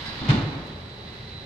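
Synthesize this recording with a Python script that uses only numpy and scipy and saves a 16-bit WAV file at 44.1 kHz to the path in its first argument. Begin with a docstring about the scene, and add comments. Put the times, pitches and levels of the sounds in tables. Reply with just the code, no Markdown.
"""Conveyor and shutter in a clean room

A stereo microphone stands in a hard-walled room, far enough off for the walls to blur every tone.
A roller conveyor carries drums: motors rumble and hum, rollers hiss, inverters whine near 4 kHz.
A catch clinks and valves spit air; a shutter slides, lands with a heavy clunk and rebounds.
Its steel panels and the room ring on, with one light tick from the mechanism."""
import sys
import numpy as np
from scipy import signal
from scipy.fft import rfft, irfft
from scipy.io import wavfile

SR = 44100
rng = np.random.default_rng(int(sys.argv[2]) if len(sys.argv) > 2 else 0)


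def bounce(signal):
    """Save signal as a 16-bit WAV file at the path given by the first command-line argument."""
    frames = np.transpose(np.atleast_2d(signal))
    limited = np.clip(frames, -1, 1)
    pcm = np.round(limited * 32767).astype(np.int16)
    wavfile.write(sys.argv[1], SR, pcm)


N = 63945
T = np.arange(N) / SR
HZ = np.maximum(np.arange(N // 2 + 1) * SR / N, 1)
SIDES = np.array([[1], [-1]])  # left, right

# the room at the microphone: (frequency [Hz], left-right correlation [-1 to 1])
CORRELATION = [(60, 0.97), (120, 1), (230, 0.92), (410, 0.76), (770, 0.55), (1400, -0.22), (2800, 0.16),
               (6000, 0.014)]
# the stereo image: (frequency [Hz], left minus right [dB])
BALANCE = [(100, 0), (170, 0.5), (270, -3.5), (440, 1.3), (720, 1), (1200, -2), (2000, -3), (3200, -3),
           (5200, -9.5), (8000, -5), (12000, -1.5)]
# colours of the noises at the microphone: (frequency [Hz], relative density [dB])
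RUMBLE_SPECTRUM = [(20, -15), (34, -20), (55, -2.5), (86, -5.5), (130, -1), (190, -5.5), (230, -9.5),
                   (320, -10), (410, -8.5), (480, -11), (540, -10), (650, -16.5), (820, -14), (1400, -20.5),
                   (3000, -30), (15500, -65)]
HISS_SPECTRUM = [(300, -17), (1000, -9.5), (1550, -3), (2030, 1), (2350, -4), (3200, -3), (3900, 0.5),
                 (4600, -5.5), (5600, -16.5), (7000, -25.5), (8000, -28.5), (9000, -30), (12000, -33),
                 (15500, -37)]
TICK_SPECTRUM = [(3000, -8), (8000, 3), (11000, 2), (14000, 0), (15500, 1)]
AIR_SPECTRUM = [(1000, -26), (3000, -11), (5200, 1), (6300, -6.5), (9000, -15), (12000, -23), (15500, -26)]
SLIDE_SPECTRUM = [(30, 3.5), (100, 9.5), (200, 2.5), (500, -4), (1000, 2.5), (1700, -3), (2700, -5.5),
                  (3700, -2), (4800, -8.5), (6000, -23.5), (8000, -34), (11000, -64), (15500, -59)]
CLATTER_SPECTRUM = [(30, -20), (100, -2.5), (280, 7.5), (480, -8.5), (1000, -1.5), (2000, -1), (3600, -6),
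                    (4700, -13.5), (6000, -19.5), (8000, -28.5), (11000, -42), (15500, -54)]
# rise and fall of motors, rollers and sliding shutter: (time [s], level [dB])
RUMBLE_LEVEL = [(0, -41), (.06, -41.5), (.16, -44), (.6, -38.5), (.9, -43), (1.04, -42), (1.18, -42),
                (1.27, -43.5), (1.37, -42.5), (1.45, -43)]
HISS_LEVEL = [(0, -38.5), (.7, -47.5), (.95, -48.5), (1.1, -46), (1.45, -47)]
SLIDE_LEVEL = [(0, -43), (.1, -38.5), (.18, -36), (.24, -37), (.3, -30), (.5, -46), (.8, -60)]
# the motors' tones: (frequency [Hz], level [dB])
HUM_TONES = [(86, -52), (120, -52), (221, -59.5), (426, -59)]
# the inverters' switching tones: (frequency [Hz])
WHINE_HZ = [2008, 3523, 3650, 3747, 3840, 3887.5, 3936, 3977, 4022.5, 4129, 8000]
# each tone before and after the next drive runs up, swell aside: (level [dB])
WHINE_EARLY_DB = [-69, -75, -73, -72, -63, -59, -54.5, -64, -51.5, -69, -82]
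WHINE_LATE_DB = [-62, -77, -68, -71, -63, -55.5, -60.5, -53.5, -56, -61, -80.5]
# swell of the whole whine: (time [s], gain [dB])
WHINE_SWELL = [(0, 0), (.12, 3.5), (.25, -0.5), (.8, -1.5), (1.0, -1), (1.2, -3), (1.36, 3), (1.45, 1.5)]
# air from the valves: (time [s], level [dB], t60 [s])
AIR_SPITS = [(.055, -45.5, 0.22), (.664, -54, 0.13)]
# the blow on the catch: (time [s], gain [dB])
CLINKS = [(.057, 4)]
# steel modes of the catch and the shutter panel: (frequency [Hz], level at 0 dB gain [dB], t60 [s])
CATCH_MODES = [(1498, -49, 0.32), (1636, -43.5, 0.56), (2050, -43, 0.36), (3790, -48, 0.48),
               (3940, -41, 0.33), (4640, -47.5, 0.39), (4770, -48, 0.4), (5050, -46, .25)]
PANEL_MODES = [(54.44, -32.5, 0.81), (103.7, -32.5, 0.82), (150, -33.5, 1.27), (188, -42, 1.3),
               (219, -36.5, 1.2), (248, -38, 0.79), (274.1, -34, 0.79), (325, -35, 0.87),
               (520.8, -46.5, 1.0), (591, -50, 1.6), (709.4, -51.5, 1.1), (869, -40.5, 0.95),
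               (1115, -49, 0.85), (1289, -48.5, 1.66), (1468, -44.5, 0.76), (2824, -39.5, 0.28),
               (3550, -40, .45), (3700, -40, 0.35), (4200, -43.5, 0.54), (4510, -51, 0.51),
               (5830, -58, 0.27)]
# the hard walls' answer to a knock: (frequency [Hz], relative density [dB], t60 [s])
ROOM_TAIL = [(40, -18, .8), (110, 3.5, 0.96), (270, 10.5, 1.19), (472, -1, 1.33), (900, -3, 1.63),
             (1800, -4.5, 1.24), (3700, -13.5, 1.36), (4960, -25, 0.6), (7000, -27, .6),
             (10000, -41.5, 0.4), (15700, -60, .4)]
# the shutter's steel meets steel: (time [s], ring gain [dB], clatter gain [dB])
KNOCKS = [(0.207, -4, -14.5), (0.27, -17, -20), (0.285, -7, 5), (0.295, 2.5, 0), (.338, -2.5, -17)]
# the panel flexes: (time [s], frequency [Hz], level [dB], length [s])
FLEXES = [(0.201, 131, -32, 0.02), (.286, 133.6, -8, 0.0324), (0.306, 306, -22, .022),
          (.331, 196, -21, .03), (.363, 111, -18.5, 0.036), (.417, 114.2, -23, 0.046),
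          (.456, 152.5, -26, 0.042), (.545, 129, -34.5, 0.048)]


def from_db(db):
    """Decibels to gain."""
    return 10 ** (np.asarray(db) / 20)


def unit_power(x):
    """Scale to an rms of 1."""
    return x / np.sqrt(np.mean(x ** 2) + 1e-20)


def in_time(rows):
    """Join (time, value) points by lines."""
    return np.interp(T, *np.transpose(rows))


def at_hz(rows, hz, column=1):
    """Read a column of a table on a log-frequency axis."""
    rows = np.array(rows)
    return np.interp(np.log(hz), np.log(rows[:, 0]), rows[:, column])


def drift(rate_hz):
    """A slow random wander of unit power."""
    return unit_power(irfft(rfft(rng.standard_normal(N)) / (1 + (HZ / rate_hz) ** 2), N))


def stereo(mid, side, hz):
    """The microphone's two channels, alike in the bass and leaning right in the treble."""
    alike = np.clip(at_hz(CORRELATION, hz), -.999, .999)
    pair = np.sqrt(1 + alike) * mid + np.sqrt(1 - alike) * side * SIDES
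    return pair * from_db(SIDES * at_hz(BALANCE, hz) / 2)


def noise(spectrum, grain=1):
    """Stereo noise of unit power; grain roughens it before the spectrum colours it."""
    mid, side = rfft(grain * rng.standard_normal((2, N)))
    return unit_power(irfft(stereo(mid, side, HZ) * from_db(at_hz(spectrum, HZ)), N))


def strike(start, attack_s, t60):
    """A quick rise and an exponential decay."""
    age = np.maximum(T - start, 0)
    return (1 - np.exp(-age / attack_s)) * from_db(-60 * age / t60)


def contacts(per_s, size_db):
    """Random tiny impacts of unit power; size_db makes them uneven."""
    hits = rng.random(N) < per_s / SR
    return unit_power(hits * from_db(size_db * np.minimum(rng.exponential(1, N), 3)))


def wavering(hz, depth, rate_hz):
    """A steady tone, made to waver on its way across the room."""
    tone = np.exp(2j * np.pi * (hz * T + rng.random()))
    mid, side = [tone * (1 + depth * (drift(rate_hz) + 1j * drift(rate_hz))) for _ in range(2)]
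    return stereo(mid.real, side.imag, hz)


def ringing(modes, blows, attack_s, vary_db, blur_rad):
    """Every blow rings each mode with a strength of its own; the room blurs their phase."""
    out = np.zeros((2, N))
    for hz, db, t60 in modes:
        power = 0
        for start, blow_db, *_ in blows:
            strength = from_db(blow_db + vary_db * rng.standard_normal())
            power += (strength * strike(start, attack_s, t60)) ** 2
        phase = 2 * np.pi * (hz * T + rng.random()) + blur_rad * drift(16)
        out += from_db(db) * np.sqrt(power / 2) * stereo(np.sin(phase), np.cos(phase), hz)
    return out


def knock_envelope(attack_s, t60, bright=1):
    """The knocks' decays, added in power; bright runs from ring gain (0) to clatter gain (1)."""
    power = 0
    for start, ring_db, clatter_db in KNOCKS:
        strength = from_db(ring_db + bright * (clatter_db - ring_db))
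        power += (strength * strike(start, attack_s, t60)) ** 2
    return np.sqrt(power)


def conveyor(flutter_db=.5):
    """The bed of the scene: motors rumble under the fine ticking hiss of rollers and chain."""
    rumble = noise(RUMBLE_SPECTRUM) * from_db(in_time(RUMBLE_LEVEL) + flutter_db * drift(47))
    hiss = noise(HISS_SPECTRUM, contacts(per_s=2500, size_db=1) + 1.7)
    return rumble + hiss * from_db(in_time(HISS_LEVEL) + flutter_db * drift(20))


def motor_hum():
    """The low tones of the geared motors."""
    return sum(from_db(db) * wavering(hz, depth=.45, rate_hz=5.9) for hz, db in HUM_TONES)


def inverter_whine(midpoint_s=.73, ramp_s=.44):
    """Switching tones beat together; their balance shifts as the next drive runs up."""
    run_up = np.clip((T - midpoint_s) / ramp_s + .5, 0, 1)
    tones = sum(from_db(early + run_up * (late - early)) * wavering(hz, depth=.31, rate_hz=5.2)
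                for hz, early, late in zip(WHINE_HZ, WHINE_EARLY_DB, WHINE_LATE_DB))
    return from_db(in_time(WHINE_SWELL)) * tones


def mechanism_tick():
    """One light, dry tick after the shutter has landed."""
    return from_db(-58) * noise(TICK_SPECTRUM) * strike(start=.668, attack_s=.001, t60=.04)


def valve_air():
    """The valves let out thin spits of air."""
    spits = sum(from_db(db) * strike(start, attack_s=.0023, t60=t60) for start, db, t60 in AIR_SPITS)
    return noise(AIR_SPECTRUM) * spits


def catch_clink():
    """A small steel catch is struck and rings high."""
    return ringing(CATCH_MODES, CLINKS, attack_s=.0039, vary_db=1.5, blur_rad=1)


def room_tail(clatter_from_hz=4000):
    """The knocks come back off the hard walls, each octave dying at its own rate."""
    wash = rfft(noise(ROOM_TAIL))
    out = np.zeros((2, N))
    for hz in 31.25 * 2.0 ** np.arange(10):
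        octave = irfft(wash * np.maximum(1 - abs(np.log2(HZ / hz)), 0), N)
        bright = min(hz / clatter_from_hz, 1)
        out += octave * knock_envelope(attack_s=.0074, t60=at_hz(ROOM_TAIL, hz, column=2), bright=bright)
    return from_db(-29) * out


def shutter_slide(judder_db=1):
    """The shutter rubs along its guides."""
    rub = noise(SLIDE_SPECTRUM, contacts(per_s=3000, size_db=0) + .5)
    return rub * from_db(in_time(SLIDE_LEVEL) + judder_db * drift(25))


def shutter_clatter():
    """Loose steel parts chatter for a moment after each knock."""
    chatter = noise(CLATTER_SPECTRUM, contacts(per_s=650, size_db=2.5) + 1.2)
    return from_db(-26) * chatter * knock_envelope(attack_s=.0053, t60=.17)


def panel_ring():
    """The knocks set the shutter's steel panel ringing."""
    return ringing(PANEL_MODES, KNOCKS, attack_s=.0044, vary_db=1, blur_rad=.35)


def panel_thumps():
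    """The weight of the clunk, dead centre: each flex swells and dies within a few slow cycles."""
    out = np.zeros(N)
    for start, hz, db, length in FLEXES:
        age = np.clip(T - start, 0, length)
        out -= from_db(db) * np.sin(np.pi * age / length) * np.sin(2 * np.pi * hz * age)
    return out


def scene():
    """The running conveyor behind, the small noises over it, the shutter in front."""
    background = conveyor() + motor_hum() + inverter_whine()
    small_noises = mechanism_tick() + valve_air() + catch_clink()
    shutter = room_tail() + shutter_slide() + shutter_clatter() + panel_ring() + panel_thumps()
    return background + small_noises + shutter


def record(dry, cutoff_hz=15750):
    """The microphone's signal passes a steep low-pass, settled by a mirrored lead-in."""
    lowpass = signal.ellip(10, .1, 80, cutoff_hz, fs=SR, output="sos")
    with_lead_in = np.concatenate([dry[:, ::-1], dry], axis=1)
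    return signal.sosfilt(lowpass, with_lead_in)[:, N:]


dry = scene()
out = record(dry)
bounce(out)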